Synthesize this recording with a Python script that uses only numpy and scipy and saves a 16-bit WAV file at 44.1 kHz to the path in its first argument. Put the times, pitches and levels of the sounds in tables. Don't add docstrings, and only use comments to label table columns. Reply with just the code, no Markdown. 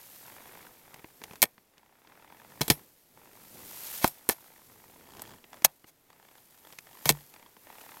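import sys
import numpy as np
from scipy import signal
from scipy.fft import rfft, irfft
from scipy.io import wavfile
from scipy.ndimage import uniform_filter1d

SR = 44100
rng = np.random.default_rng(int(sys.argv[2]) if len(sys.argv) > 2 else 0)


def generate_wav(sig):
    pcm = np.round(np.clip(np.atleast_2d(sig).T, -1, 1) * 32767).astype(np.int16)
    wavfile.write(sys.argv[1], SR, pcm)


N = 352800
HIT_SAMPLES = SR // 3
AGE_S, TIME_S = np.arange(HIT_SAMPLES) / SR, np.arange(N) / SR

# start_s, end_s, crush_db, creak_db, slips_per_s
SNOW_PUSHES = [(0, 1.11, -69, -64.5, 48), (0.259, 0.42, -64, -56, 49.4), (0.454, 0.67, -63.5, -56.5, 52),
               (0.85, 0.998, -68, -63, 36), (1.219, 1.37, -61.5, -60.5, 50), (1.736, 2.079, -89, -67, 32),
               (2.101, 2.45, -68, -58.5, 41), (2.501, 2.797, -60, -60, 55),
               (3.173, 3.482, -64.5, -62.5, 50), (3.554, 3.642, -56, -59, 65), (3.699, 4.057, -63, -59, 70),
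               (4.153, 4.625, -72.5, -64, 52), (4.698, 4.96, -65, -64.5, 50), (4.994, 5.1, -62, -62.5, 58),
               (5.148, 5.349, -57.5, -60, 57), (5.5258, 5.585, -63, -56, 50), (6.099, 6.39, -73, -63, 32),
               (6.518, 6.581, -73, -67.5, 35), (6.644, 6.734, -70.5, -60.5, 35),
               (6.868, 7.21, -65.5, -60.5, 50), (7.3364, 7.47, -68, -58.5, 34),
               (7.671, 8.0, -68, -54.5, 37)]
# fastest_s, level_db, rise_db_per_s, fall_db_per_s
LEG_SWINGS = [(0.152, -51, 14, 19), (0.55, -57.5, 20, 15.5), (1.33, -58, 22, 69),
              (2.699, -55.5, 23.5, 34.5), (3.979, -37, 34, 110.5), (4.28, -56, 41, 12), (4.85, -62, 21, 21),
              (5.3, -60, 24, 70), (5.58, -59.5, 61, 44.5), (6.4, -61.5, 29, 27), (6.72, -57, 28.5, 36),
              (7.049, -50.5, 73, 34), (7.802, -53.5, 37.5, 6)]
# start_s, level_db, body_relative_db, cutoff_hz
LIGHT_TOUCHES = [(0.9425, -33.5, -12.5, 12100), (0.993, -37, -13, 3000), (1.044, -29.5, -12.5, 2190),
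                 (1.217, -34.5, -8, 3940), (1.238, -25, -18, 11000), (1.3099, -33, -10, 3500),
                 (1.3332, -37, -5.5, 10000), (1.3565, -35.5, -21.5, 12000), (1.58, -39.5, -14, 2960),
                 (1.7804, -43, -28, 9000), (2.0726, -39.5, -18, 4000), (5.169, -38, -15, 14000),
                 (5.1946, -32.5, -9.5, 9000), (5.441, -35, -24, 3470), (5.6209, -36, -9.5, 10000),
                 (5.843, -38.5, -11.5, 3480), (6.725, -36.5, -17, 12050), (6.787, -28.5, -28, 11700),
                 (7.3388, -40, -21, 12000), (7.567, -40.5, -8.5, 3000), (7.813, -37.5, -11, 10100)]
# start_s, thud_db, knock_db, clack_db, snap_db, t60_s, rebound_s, metal_hz
BINDING_BLOWS = [(1.4189, -41, -37, -13.5, -13, 0.012, 0.0059, 4960),
                 (1.4265, -23.5, -17.5, -12.5, -7.5, 0.027, .012, 2400),
                 (1.4366, -19, -26, -20, -20, 0.025, .017, 2414),
                 (2.6093, -20.5, -34.5, -39, -32, 0.12, .02, 3300),
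                 (2.6141, -29, -25, -19.5, -25.5, .03, 0.018, 4240),
                 (2.6802, -29, -36.5, -32.5, -27, 0.047, .016, 3300),
                 (2.701, -11, -20.5, -10.5, -13, 0.031, .018, 3270),
                 (2.708, -22, -30, -30.5, -26.5, 0.078, .013, 3346),
                 (4.0438, -6.5, -8, -18, -18, 0.013, 0.0056, 2610),
                 (4.0772, -52, -60, -37, -19.5, 0.014, 0.0098, 4500),
                 (4.2901, -12.5, -22.5, -21, -8, 0.0094, .018, 4300),
                 (4.2954, -28, -21, -19, -20, 0.016, 0.021, 2000),
                 (5.2195, -43, -37.5, -41, -29, .01, 0.0063, 4500),
                 (5.647, -23, -14.5, -7.5, -4, .024, .0095, 5620),
                 (7.056, -28.5, -27, -25.5, -23.5, 0.042, 0.0094, 3300),
                 (7.0916, -41, -15.5, -7.5, -8, 0.019, 0.017, 3450),
                 (7.1002, -15.5, -26.5, -20.5, -17, 0.031, 0.022, 3300)]
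# start_s, end_s, level_db
BOOT_SCRAPES = [(2.628, 2.688, -51.5), (4.008, 4.09, -35.5), (4.289, 4.338, -38.5), (5.644, 5.645, -29),
                (5.86, 5.909, -58.5), (7.057, 7.099, -36)]
# start_s, level_db
BRAKE_JOLTS = [(1.428, -42.5), (2.681, -52), (2.7035, -28), (4.045, -39.5), (4.078, -40.5), (4.2896, -30.5)]
# start_s, level_db, t60_ratio
SKI_JOLTS = [(2.611, -24.5, 0.44), (2.706, -21, 0.51), (4.045, -46, 1.1), (5.648, -39.5, 0.54),
             (7.06, -32.5, 1.6), (7.1, -27, 1.04)]
# time_s, slips_per_s, level_db
JUDDER_CURVE = [(4.96, 50, -73), (5.053, 56, -63), (5.13, 66, -53), (5.18, 82, -63), (5.25, 64, -57.5),
                (5.31, 48, -53.5), (5.389, 38, -60)]

# pitch_hz, level_db, t60_s
THUD_MODES = [(158, -3.5, 0.032), (176, -3.5, 0.039), (237, 1.5, 0.028), (266, -4.5, 0.026),
              (315, -0.5, 0.032), (452.4, -1.5, 0.04)]
# pitch_hz, level_db, t60_s
BRAKE_MODES = [(5240, -6, .07), (5600, -18, .13), (8120, -7, .12), (9860, -5, .13), (11400, -13, .12),
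               (12240, -4, .16), (13400, -19, .15)]
# pitch_hz, level_db, t60_s
BOOM_MODES = [(58, -9, 0.21), (85.5, -14.5, 0.048), (106, -9.5, 0.068), (146, 3, 0.17)]
# centre_hz, width_hz, gain_db
CREAK_BANDS = [(266, 160, -5.5), (520, 220, -1.5), (876, 248, 2), (1360, 310, -1.5), (1800, 730, -3),
               (2800, 940, -8), (3330, 510, -8)]
# centre_hz, width_hz, gain_db
SHELL_BANDS = [(424, 440, -6), (600, 130, 2.5), (740, 83, 1), (828, 90, 2.5), (996, 178, -0.5),
               (1294, 83, -5), (1490, 190, -6.5)]
# centre_hz, width_hz, gain_db
CLACK_BANDS = [(1783, 58, 0.5), (2240, 220, 1), (2607, 170, -1), (3282, 320, -1), (4070, 240, -0.5),
               (4420, 330, 0), (5020, 1300, -3), (6550, 900, -1)]
# centre_hz, width_hz, gain_db
SNAP_BANDS = [(6635, 470, -7.5), (8110, 440, 0.5), (8440, 530, 2.5), (10100, 1900, -3.5),
              (11150, 1100, 6.5), (12700, 4320, 6), (14700, 5100, -1.5)]
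# centre_hz, width_hz, gain_db
TOE_BANDS = [(870, 250, 1), (1800, 120, -2), (2830, 340, -8), (3330, 260, -3.5), (4670, 640, -9.5),
             (5760, 270, -14), (7000, 1300, -13.5)]

# frequency_hz, density_db
CRUSH_SPECTRUM = [(25, -12), (60, -9.5), (110, -2.5), (280, -3), (480, -5.5), (800, -14.5), (2000, -23.5)]
# frequency_hz, density_db
NYLON_SPECTRUM = [(100, -26), (900, -14.5), (3000, -11), (6000, -10), (10000, -9), (11500, -5.5),
                  (12900, -2.5), (14300, -6), (16000, -11.5)]
# frequency_hz, density_db
TICK_SPECTRUM = [(800, -7.5), (1500, -6), (2400, 0), (3600, -6), (5500, -5.5), (9500, -9.5), (13000, -5.5),
                 (16000, -13.5)]
# frequency_hz, density_db
AIR_SPECTRUM = [(20, -0.5), (100, -5), (500, -3), (1500, -14), (5000, -16), (16000, -24)]


def from_db(db):
    return 10 ** (np.asarray(db) / 20)


def unit_rms(x):
    return x / np.sqrt(np.mean(x ** 2) + 1e-20)


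def add(out, start_s, sound):
    at = max(0, int(round(start_s * SR)))
    out[at:at + len(sound)] += sound[:max(0, N - at)]


def decay(t60_s):
    return from_db(-60 * AGE_S / t60_s)


def butter(x, cutoff_hz, kind):
    return signal.sosfilt(signal.butter(2, cutoff_hz, kind, fs=SR, output="sos"), x)


def noise(spectrum, samples):
    hz, db = np.transpose(spectrum)
    bins_hz = np.maximum(np.fft.rfftfreq(samples, 1 / SR), 1)
    gains = from_db(np.interp(np.log(bins_hz), np.log(hz), db))
    return unit_rms(irfft(rfft(rng.standard_normal(samples)) * gains, samples))


def swell(start_s, end_s, db, rise_db_per_s, fall_db_per_s):
    before_db = rise_db_per_s * np.maximum(start_s - TIME_S, 0)
    after_db = fall_db_per_s * np.maximum(TIME_S - end_s, 0)
    return from_db(db - np.minimum(before_db + after_db, 100))


def power_sum_db(gains, rest_db):
    return 10 * np.log10(sum(gain ** 2 for gain in gains) + from_db(rest_db) ** 2)


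def resonate(x, bands, detune=0):
    out = 0
    for k, (hz, width_hz, db) in enumerate(bands):
        r = np.exp(-np.pi * width_hz / SR)
        angle = 2 * np.pi * hz * (1 + detune * rng.standard_normal()) / SR
        ring = signal.lfilter([1 - r * r, 0, r * r - 1], [1, -2 * r * np.cos(angle), r * r], x)
        out = out + (-1) ** k * from_db(db) * ring
    return out


def rub(force, bands):
    friction = force * rng.standard_normal(len(force))
    return unit_rms(resonate(friction, bands)) * np.sqrt(np.mean(force ** 2))


def slip_force(times_s, levels_db, t60_s):
    force = np.zeros(N)
    pulse = decay(t60_s) * (1 - np.exp(-AGE_S / 0.0025))
    for start_s, db in zip(times_s, levels_db):
        add(force, start_s, from_db(db) * pulse / pulse.max())
    return force


def slip_run(start_s, end_s, db, slips_per_s, lift_db=6.5, spread_db=2.1):
    due_s = np.arange(start_s, end_s, 1 / slips_per_s)
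    lateness, strength = rng.standard_normal((len(due_s), 2)).T
    return np.column_stack([due_s + 0.1 * lateness / slips_per_s, db + lift_db + spread_db * strength])


def snow(load_db_per_s=149.5, ease_db_per_s=120.5, pivot_start_s=5.2, pivot_end_s=7.5):
    crushes, creaks, slips = [], [], []
    for start_s, end_s, crush_db, creak_db, slips_per_s in SNOW_PUSHES:
        crushes.append(swell(start_s, end_s, crush_db, load_db_per_s, ease_db_per_s))
        creaks.append(swell(start_s, end_s, creak_db, load_db_per_s, ease_db_per_s))
        slips.append(slip_run(start_s, end_s, creak_db, slips_per_s))
    force = slip_force(*np.vstack(slips).T, t60_s=0.012)
    between_slips = from_db(power_sum_db(creaks, rest_db=-71) - 6)
    creak = rub(from_db(-1.5) * force + between_slips, CREAK_BANDS)
    boot_hollow = from_db(-6.5) * rub(force, [(940, 170, 0)])
    crush = from_db(power_sum_db(crushes, rest_db=-75) + 1.5) * noise(CRUSH_SPECTRUM, N)
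    clamped = (TIME_S > pivot_start_s) & (TIME_S < pivot_end_s)
    toe_ring = from_db(-0.5) * rub(force * clamped, TOE_BANDS)
    return creak + boot_hollow + toe_ring + crush


def trousers():
    swings = (swell(at_s, at_s, db, *slopes) for at_s, db, *slopes in LEG_SWINGS)
    swish_db = power_sum_db(swings, rest_db=-76)
    grain_db = 1.7 * unit_rms(uniform_filter1d(rng.standard_normal(N), size=150))
    return from_db(swish_db - 0.5) * unit_rms(noise(NYLON_SPECTRUM, N) * from_db(grain_db))


def chatter(bands, t60_s, first_db):
    fall = decay(t60_s)
    contacts = rng.standard_normal(HIT_SAMPLES) * fall
    contacts[0] += from_db(first_db)
    ringing = resonate(contacts, bands, detune=0.015)
    return unit_rms(ringing) * np.sqrt(np.mean(fall ** 2))


def struck(modes, spread_db, t60_ratio=1):
    pitches_hz, db, t60s_s = np.transpose(modes)
    gains = from_db(db + spread_db * rng.standard_normal(len(db))) * (-1) ** np.arange(len(db))
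    gains /= np.sqrt(np.sum(gains ** 2) / 2)
    return sum(gain * np.sin(2 * np.pi * hz * AGE_S) * decay(t60_s * t60_ratio)
               for gain, hz, t60_s in zip(gains, pitches_hz, t60s_s))


def ticks():
    out = np.zeros(N)
    for start_s, db, body_db, cutoff_hz in LIGHT_TOUCHES:
        shell = chatter(SHELL_BANDS, t60_s=0.005, first_db=18.5)
        ski = from_db(-4.5) * struck(THUD_MODES, spread_db=6.5)
        crack = from_db(db - 6) * noise(TICK_SPECTRUM, HIT_SAMPLES) * decay(0.021)
        add(out, start_s, butter(crack, cutoff_hz, "low"))
        add(out, start_s, from_db(db + body_db + 5) * (shell + ski))
    return out


def blow(thud_db, knock_db, clack_db, snap_db, t60_s, metal_hz, fall_db_per_octave=5):
    metal_bands = [(hz, width_hz, db - fall_db_per_octave * abs(np.log2(hz / metal_hz)))
                   for hz, width_hz, db in CLACK_BANDS]
    t60_ratio = np.clip(t60_s / 0.03, 0.6, 1.3)
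    return (from_db(thud_db - 1) * struck(THUD_MODES, spread_db=2, t60_ratio=t60_ratio)
            + from_db(knock_db + 1) * chatter(SHELL_BANDS, t60_s, first_db=30.5)
            + from_db(clack_db) * chatter(metal_bands, t60_s, first_db=16)
            + from_db(snap_db) * chatter(SNAP_BANDS, t60_s, first_db=13))


def bindings(rebound_db=-17.5, rebound_t60_s=0.018):
    out = np.zeros(N)
    for start_s, *levels_db, t60_s, rebound_s, metal_hz in BINDING_BLOWS:
        add(out, start_s, blow(*levels_db, t60_s, metal_hz))
        add(out, start_s + rebound_s, from_db(rebound_db) * blow(*levels_db, rebound_t60_s, metal_hz))
    for start_s, end_s, db in BOOT_SCRAPES:
        force = from_db(db) * np.sqrt(np.hanning(int((end_s - start_s) * SR)))
        for bands, part_db in (SNAP_BANDS, 0), (CLACK_BANDS, -3.5), (SHELL_BANDS, -7):
            add(out, start_s, from_db(part_db) * rub(force, bands))
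    for start_s, db in BRAKE_JOLTS:
        add(out, start_s, from_db(db) * struck(BRAKE_MODES, spread_db=2))
    for start_s, db, t60_ratio in SKI_JOLTS:
        add(out, start_s, from_db(db) * struck(BOOM_MODES, spread_db=1, t60_ratio=t60_ratio))
    return out


def toe_judder():
    knots_s, slips_per_s, db = np.transpose(JUDDER_CURVE)
    span_s = np.arange(knots_s[0], knots_s[-1], 1 / SR)
    slip_count = np.floor(np.cumsum(np.interp(span_s, knots_s, slips_per_s)) / SR)
    times_s = span_s[np.flatnonzero(np.diff(slip_count))]
    levels_db = np.interp(times_s, knots_s, db) + 7.5
    return rub(slip_force(times_s, levels_db, t60_s=0.0056), TOE_BANDS)


def snowfield(x, level_db, t60_s):
    scatter = butter(rng.standard_normal(HIT_SAMPLES), 1500, "low")
    tail = scatter * decay(t60_s) * (AGE_S > 0.008)
    tail /= np.sqrt(np.sum(tail ** 2))
    return x + from_db(level_db) * signal.fftconvolve(x, tail)[:N]


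def scene():
    hardware = snowfield(bindings() + ticks() + toe_judder(), level_db=-35, t60_s=0.15)
    hardware = butter(hardware, 62, "high")
    air = from_db(-72.5) * noise(AIR_SPECTRUM, N)
    return (hardware + snow() + trousers() + air)[None]


def record(dry, ceiling=0.85, cutoff_hz=15900):
    rounded = ceiling * np.tanh(dry / ceiling)
    return signal.sosfilt(signal.ellip(10, 0.1, 80, cutoff_hz, fs=SR, output="sos"), rounded)


dry = scene()
out = record(dry)
generate_wav(out)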